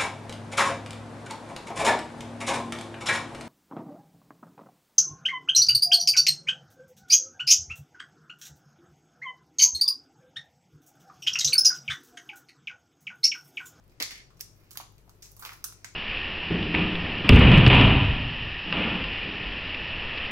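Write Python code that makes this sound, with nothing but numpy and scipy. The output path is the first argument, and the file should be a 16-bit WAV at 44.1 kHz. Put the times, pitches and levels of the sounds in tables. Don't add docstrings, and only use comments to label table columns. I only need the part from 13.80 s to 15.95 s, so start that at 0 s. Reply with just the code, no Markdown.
import sys
import numpy as np
from scipy import signal
from scipy.fft import rfft, irfft
from scipy.io import wavfile

SR = 44100
rng = np.random.default_rng(int(sys.argv[2]) if len(sys.argv) > 2 else 0)


def int16_out(signal):
    q = np.round(np.clip(np.atleast_2d(signal).T, -1, 1) * 32767)
    wavfile.write(sys.argv[1], SR, q.astype(np.int16))


N = 94815

# start in seconds, then thud, ring, crack and room echo levels in dB.
BOUNCES = [(0.2003, -30.5, -15, -25.5, 5.5), (0.2019, -24.5, -18.5, -10.5, 1.5),
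           (0.208, -15, -32, -12.5, 0), (.2122, -19.5, -18.5, -32, 3), (0.2187, -48, -13.5, -14, 2.5),
           (.2252, -32.5, -20, -0.5, -2), (.2326, -39.5, -21, -21, -12), (0.3083, -44.5, -18, -19.5, 2),
           (0.3172, -34, -28, -22, 4.5), (0.3219, -39, -23.5, -41, -2), (.356, -58, -25.5, -30.5, 1.5),
           (.378, -61.5, -28, -28, 2), (.402, -42.5, -30.5, -48.5, 0)]
# pitch in Hz, relative level in dB, seconds to fade by 60 dB.
RINGING_NOTES = [(1760, 0, .07), (1977, -1, .14), (2125, 1, .13), (2295, -5, .1), (3492, -9, .1),
                 (4266, -6, .08), (4556, -3, .09), (5521, -5, .09), (5647, -6, .09), (6769, -12, .08)]
# frequency in Hz, relative level in dB.
BOARD_TONE = [(100, -32.5), (200, -13), (270, 7), (340, -6), (500, -5), (700, -9.5), (1250, -8),
              (2000, -21), (6000, -64)]
LID_TONE = [(300, -32.5), (900, -20), (1250, -14), (1550, -11.5), (1780, -3.5), (2150, 0.5), (2700, -5),
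            (3500, -4.5), (6000, -21), (15000, -39.5)]
EDGE_TONE = [(300, -46.5), (1500, -27), (3300, -12), (4400, -3), (5300, -5), (6500, -9.5), (8200, -19.5),
             (11000, -12.5), (15500, -14)]


def dropped_lid():
    out, t = np.zeros((2, N)), np.arange(8192) / SR
    for start, thud_db, ring_db, crack_db, room_db in BOUNCES:
        notes = sum(amp(db - 60 * t / fade_s) * rng.choice([-1, 1]) * np.sin(2 * np.pi * hz * t)
                    for hz, db, fade_s in RINGING_NOTES)
        thud = amp(thud_db) * unit(colour(burst(fade_ms=2.3075, size=len(t)), BOARD_TONE))
        ring = amp(ring_db) * unit(colour(burst(fade_ms=3.145, size=len(t)), LID_TONE))
        ring += amp(ring_db - 5) * unit(notes)
        crack = amp(crack_db) * unit(colour(burst(fade_ms=0.4775, size=len(t)), EDGE_TONE))
        add(out, start, kitchen(thud + ring + crack, room_db))
    return out


# start in seconds, wall pitch in Hz, wall level in dB, rim pitch in Hz,
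# rim band width in Hz, rim level in dB, film level in dB, fade time in milliseconds, room echo in dB.
SNAPS = [(0.0399, 1212, -60, 5797, 2996, -51.5, -47, 0.881, -5),
         (0.0797, 1199, -59.5, 5862, 3003, -50.5, -42, 0.3005, -8),
         (0.096, 1204, -67, 4974, 1992, -48.5, -50.5, 0.99, 5.5),
         (0.5041, 1177, -38.5, 2500, 2514, -43.5, -53, 0.5946, 3),
         (.5703, 1231, -51.5, 5647, 1463, -44, -45, 0.797, 3.5),
         (0.5946, 1100, -40.5, 3980, 3035, -40.5, -34.5, 1.541, 1.5),
         (0.603, 1516, -45, 5459, 1492, -33.5, -37.5, 1.716, 11),
         (.609, 1954, -29.5, 5671, 900, -11.5, -8, 1.1526, -6.5),
         (0.9079, 1482, -39, 5616, 3478, -28, -22.5, 2.1, 1.5),
         (0.9142, 1204, -37, 5616, 3478, -29, -26, 1.284, -1.5),
         (.9315, 1497, -53, 5547, 3000, -40, -26, 0.84, -1),
         (0.9535, 1407, -35.5, 4056, 3002, -36.5, -39.5, 3.177, 4),
         (0.9561, 1244, -30.5, 5500, 2998, -40.5, -27, 0.5847, 1),
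         (.9731, 798.6, -27.5, 4802, 2271, -13, -8, 0.3152, -2.5),
         (1.0006, 900, -16, 2970, 2496, -30.5, -41.5, 0.2467, -9),
         (1.006, 977.2, -21.5, 2896, 2483, -23.5, -47.5, 3, -1),
         (1.014, 1000, -48, 4007, 3000, -33, -25, 0.526, -14),
         (1.1232, 1160, -55.5, 5947, 3000, -61, -40.5, 0.504, -17),
         (1.1814, 2019, -44.5, 4498, 3036, -40, -40.5, 0.512, 0.5),
         (1.278, 770.5, -38, 4000, 3000, -51.5, -54, 0.7474, 2.5),
         (1.2944, 1164, -34.5, 5604, 3467, -33.5, -33, 1.429, -3.5),
         (1.4231, 1800, -58, 5880, 1500, -27.5, -27.5, 1.458, 2.5),
         (1.426, 1757, -43, 6025, 1781, -24.5, -39.5, 2.12, 4),
         (1.457, 1794, -51, 5822, 3003, -29.5, -34, 1.348, -3.5),
         (1.513, 1202, -48.5, 5969, 3000, -50, -35, 0.92, -10.5),
         (1.5176, 1192, -47, 5978, 2995, -43, -26.5, 0.684, -2.5),
         (1.5664, 1180, -58.5, 6426, 3004, -37.5, -25.5, 0.3007, -4.5),
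         (1.569, 1111, -42, 6454, 3000, -40.5, -41, 0.821, 6.5),
         (1.595, 1142, -38.5, 6380, 3002, -34.5, -21, 0.1804, 4),
         (1.6238, 1204, -18, 5072, 2970, -25, -31.5, 10.474, 0.5),
         (1.6508, 1242, -20, 2856, 2970, -15, -17, 0.4205, -2.5),
         (1.6687, 1284, -28, 2404, 1502, -29.5, -30.5, 1.322, -10.5),
         (1.6925, 1296, -23.5, 2113, 900, -17.5, -33, 0.592, -4),
         (1.7189, 1138, -25, 2320, 1501, -34.5, -32.5, 1.504, 1.5),
         (1.7322, 1934, -31, 5113, 3043, -27.5, -25.5, 1.153, -2),
         (1.8416, 1422, -19.5, 5915, 1015, -10.5, -6.5, 1.037, -4),
         (1.8437, 1259, -26.5, 6275, 2545, -18.5, -8, 0.4045, 1.5),
         (1.924, 1161, -31.5, 3981, 3002, -33, -27.5, 1.4436, -5.5),
         (2.0452, 1833, -16, 6623, 2227, -16.5, -27.5, 0.6306, -3),
         (2.0456, 879.6, -33.5, 4607, 3050, -24, -28, 1.75, 2.5)]
# frequency in Hz, relative level in dB.
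RIM_TONE = [(200, -28), (600, -12), (1100, -5), (2000, 1), (4000, -2), (7000, -2.5), (9000, -4),
            (16000, -17.5)]
FILM_TONE = [(500, -41.5), (2000, -22), (4000, -18.5), (8000, -14), (10500, -3), (13000, 0.5), (14200, -1),
             (15500, 0), (17000, -19)]


def tub_snaps():
    out = np.zeros((2, N))
    wall_spread = 1.2557
    film_slower = 3.398
    for start, wall_hz, wall_db, rim_hz, rim_width, rim_db, film_db, fade_ms, room_db in SNAPS:
        wall_band = signal.butter(2, [wall_hz / wall_spread, wall_hz * wall_spread], "bandpass", fs=SR)
        rim_band = signal.iirpeak(rim_hz, rim_hz / rim_width, fs=SR)
        pop = amp(wall_db) * unit(signal.lfilter(*wall_band, burst(fade_ms)))
        click = amp(rim_db) * unit(colour(signal.lfilter(*rim_band, burst(fade_ms)), RIM_TONE))
        tick = amp(film_db) * unit(colour(burst(fade_ms * film_slower), FILM_TONE))
        add(out, start, kitchen(pop + click + tick, room_db))
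    return out


# time in seconds, film crackle in dB, tub rasp in dB.
PEEL_LEVELS = [(0, -78, -88.5), (.09, -83, -88.5), (.11, -71.5, -73), (.17, -90, -75), (.74, -75, -80.5),
               (.8, -68.5, -71), (.88, -76.5, -71.5), (1.12, -76, -104.5), (1.4, -74.5, -79.5),
               (1.46, -59.5, -63.5), (1.55, -73, -87), (1.59, -63.5, -82.5), (1.61, -49, -62.5),
               (1.644, -53.5, -53.5), (1.663, -46, -43), (1.69, -62.5, -58), (1.72, -59, -53.5),
               (1.77, -64, -68.5), (1.82, -70.5, -68), (2.15, -80.5, -70)]
# frequency in Hz, relative level in dB.
RASP_TONE = [(200, -19), (650, -7.5), (1000, -6), (1250, -2.5), (1700, -7), (2300, 0.5), (3300, -11.5),
             (5200, -4.5), (8000, -15), (16000, -22.5)]


def peeling_seal():
    slips_per_second, spread_db = 2200, 4
    times, film_db, tub_db = np.transpose(PEEL_LEVELS)
    t = np.arange(N) / SR
    slips = (rng.random(N) < slips_per_second / SR) * rng.choice([-1, 1], N)
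    slips = slips * amp(spread_db * np.minimum(rng.exponential(1, N), 4))
    crackle = amp(np.interp(t, times, film_db)) * unit(colour(slips, FILM_TONE))
    rasp = amp(np.interp(t, times, tub_db)) * unit(colour(slips, RASP_TONE))
    return kitchen((crackle + rasp) * np.sqrt(N), room_db=-3)[:, :N]


# frequency in Hz, seconds to fade by 60 dB.
ECHO_FADE = [(200, 0.0008), (800, 0.3424), (2100, 0.2809), (5500, 0.3969), (9000, 0.318), (15000, 0.1571)]
# frequency in Hz, boost or cut in dB.
ECHO_TONE = [(200, 0.5), (900, -2), (2200, 0.5), (5500, -2), (9000, 0), (15000, -2.5)]
# frequency in Hz, dB relative to the right.
LEFT_DIRECT = [(200, 1), (1200, -3.5), (2200, -5), (4500, 2.5), (5600, -6.5), (7000, -7), (9500, -43.5),
               (12000, -31.5), (16000, -27.5)]
LEFT_ECHO = [(200, -6), (1200, 2.5), (2400, 0.5), (4500, 0.5), (8000, 5.5), (10500, -3), (12500, -10.5),
             (16000, -5.5)]


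def kitchen(sound, room_db):
    bass_hz, left_delay_s = 900, 0.0001
    rise_s, early_db, early_s = 0.00112, 7, 0.004975
    hz, t, (a, b) = signal.stft(rng.standard_normal((2, 20480)), SR, nperseg=256)
    alike = np.exp(-(hz / bass_hz) ** 2)[:, None]
    noise = np.array([alike * a + np.sqrt(1 - alike ** 2) * b, a])
    fade = amp(-60 * t / look_up(ECHO_FADE, hz)[:, None])
    tail = signal.istft(noise * fade, SR, nperseg=256)[1]
    t = np.arange(tail.shape[1]) / SR
    tail *= 1 - np.exp(-(t / rise_s) ** 2)
    tail *= amp(early_db * np.exp(-t / early_s))
    toned = amp(room_db) * colour(sound, ECHO_TONE)
    left, right = (signal.fftconvolve(toned, unit(side)) for side in tail)
    out = np.array([colour(left, LEFT_ECHO), right])
    add(out[:1], left_delay_s, colour(sound, LEFT_DIRECT)[None])
    add(out[1:], 0, sound[None])
    return out


# pitch in Hz, level in dB before each side gets its own gain.
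HUM_NOTES = [(49.6, -64.5), (99.8, -66), (143, -76.5)]


def appliance_hum():
    waver, left_db, right_db = 0.3, 3.5, -5.5
    hum, t = np.zeros(N), np.arange(N) / SR
    for hz, db in HUM_NOTES:
        level = amp(db) * np.sqrt(2) * (1 + waver * drift(rate_hz=5))
        hum += level * np.sin(2 * np.pi * hz * t + waver * drift(rate_hz=2.5))
    return hum * amp([[left_db], [right_db]])


# frequency in Hz, relative level in dB.
NOISE_TONE = [(15, -10), (25, -1.5), (70, -8), (108, -2), (270, -16.5), (607, -20.5), (734, -24.5),
              (1130, -30), (1260, -31), (2000, -38.5), (8360, -58.5), (14000, -48), (16000, -70.5)]
NOISE_CONTOUR = [(30, -2.5), (50, -16), (100, -3), (150, -1.5), (250, -3), (380, 4), (500, -1), (800, 1.5),
                 (1300, 3.5), (3000, 9.5), (8000, 16.5), (15000, -2.5)]
# frequency in Hz, likeness from 0 (unrelated) to 1 (the same).
NOISE_LIKENESS = [(50, 0.8186), (300, 0.9537), (700, 0.2221), (1500, 0.0744), (15000, .1)]
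# frequency in Hz, left level minus right level in dB.
NOISE_BALANCE = [(50, -4.5), (130, 7.5), (300, 0.5), (1500, 2.5), (6000, 3), (14000, -1)]


def room_noise(level_db=-61):
    hz = np.fft.rfftfreq(N, 1 / SR)
    a, b = rfft(rng.standard_normal((2, N)))
    alike = look_up(NOISE_LIKENESS, hz)
    lean = amp(look_up(NOISE_BALANCE, hz) / 2)
    noise = np.array([a * lean, (alike * a + np.sqrt(1 - alike ** 2) * b) / lean])
    tone = amp(look_up(NOISE_TONE, hz) + look_up(NOISE_CONTOUR, hz))
    return amp(level_db) * unit(irfft(noise * tone, N)) * np.sqrt(2 * N)


def burst(fade_ms, size=4096):
    slip_share = 0.93
    t_ms = np.arange(size) * 1000 / SR
    slips = unit(rng.standard_normal(size) * np.exp(-t_ms / fade_ms))
    spectrum = np.fft.fft(np.sqrt(1 - slip_share) * (t_ms == 0) + np.sqrt(slip_share) * slips)
    bumps = quickest_filter(np.log(abs(spectrum) ** 2 + 0.05) / 2)
    even = np.fft.ifft(spectrum / bumps).real
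    return unit(even * (t_ms < t_ms[-1] / 2))


def colour(sound, tone, size=2048):
    hz = abs(np.fft.fftfreq(size, 1 / SR))
    response = np.fft.ifft(quickest_filter(np.log(amp(look_up(tone, hz))))).real
    return signal.fftconvolve(sound, response[:size // 2])[:len(sound)]


def quickest_filter(log_gain):
    return np.exp(np.conj(signal.hilbert(log_gain)))


def drift(rate_hz):
    hz = np.fft.rfftfreq(N, 1 / SR)
    slow = rfft(rng.standard_normal(N)) * np.exp(-(hz / rate_hz) ** 2)
    return unit(irfft(slow, N)) * np.sqrt(N)


def look_up(table, hz):
    row_hz, values = np.transpose(table)
    return np.interp(np.log(hz + 1), np.log(row_hz + 1), values)


def amp(db):
    return 10 ** (np.asarray(db) / 20)


def unit(sound):
    return sound / np.sqrt(np.sum(sound ** 2) + 1e-20)


def add(mix, start_s, sound):
    part = mix[:, round(start_s * SR):][:, :sound.shape[1]]
    part += sound[:, :part.shape[1]]


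def scene():
    return dropped_lid() + tub_snaps() + peeling_seal() + room_noise() + appliance_hum()


def record(dry):
    low_pass = signal.firwin(255, 16200, window=("kaiser", 9), fs=SR)
    return signal.oaconvolve(dry, low_pass[None], "same")


dry = scene()
out = record(dry)
int16_out(out)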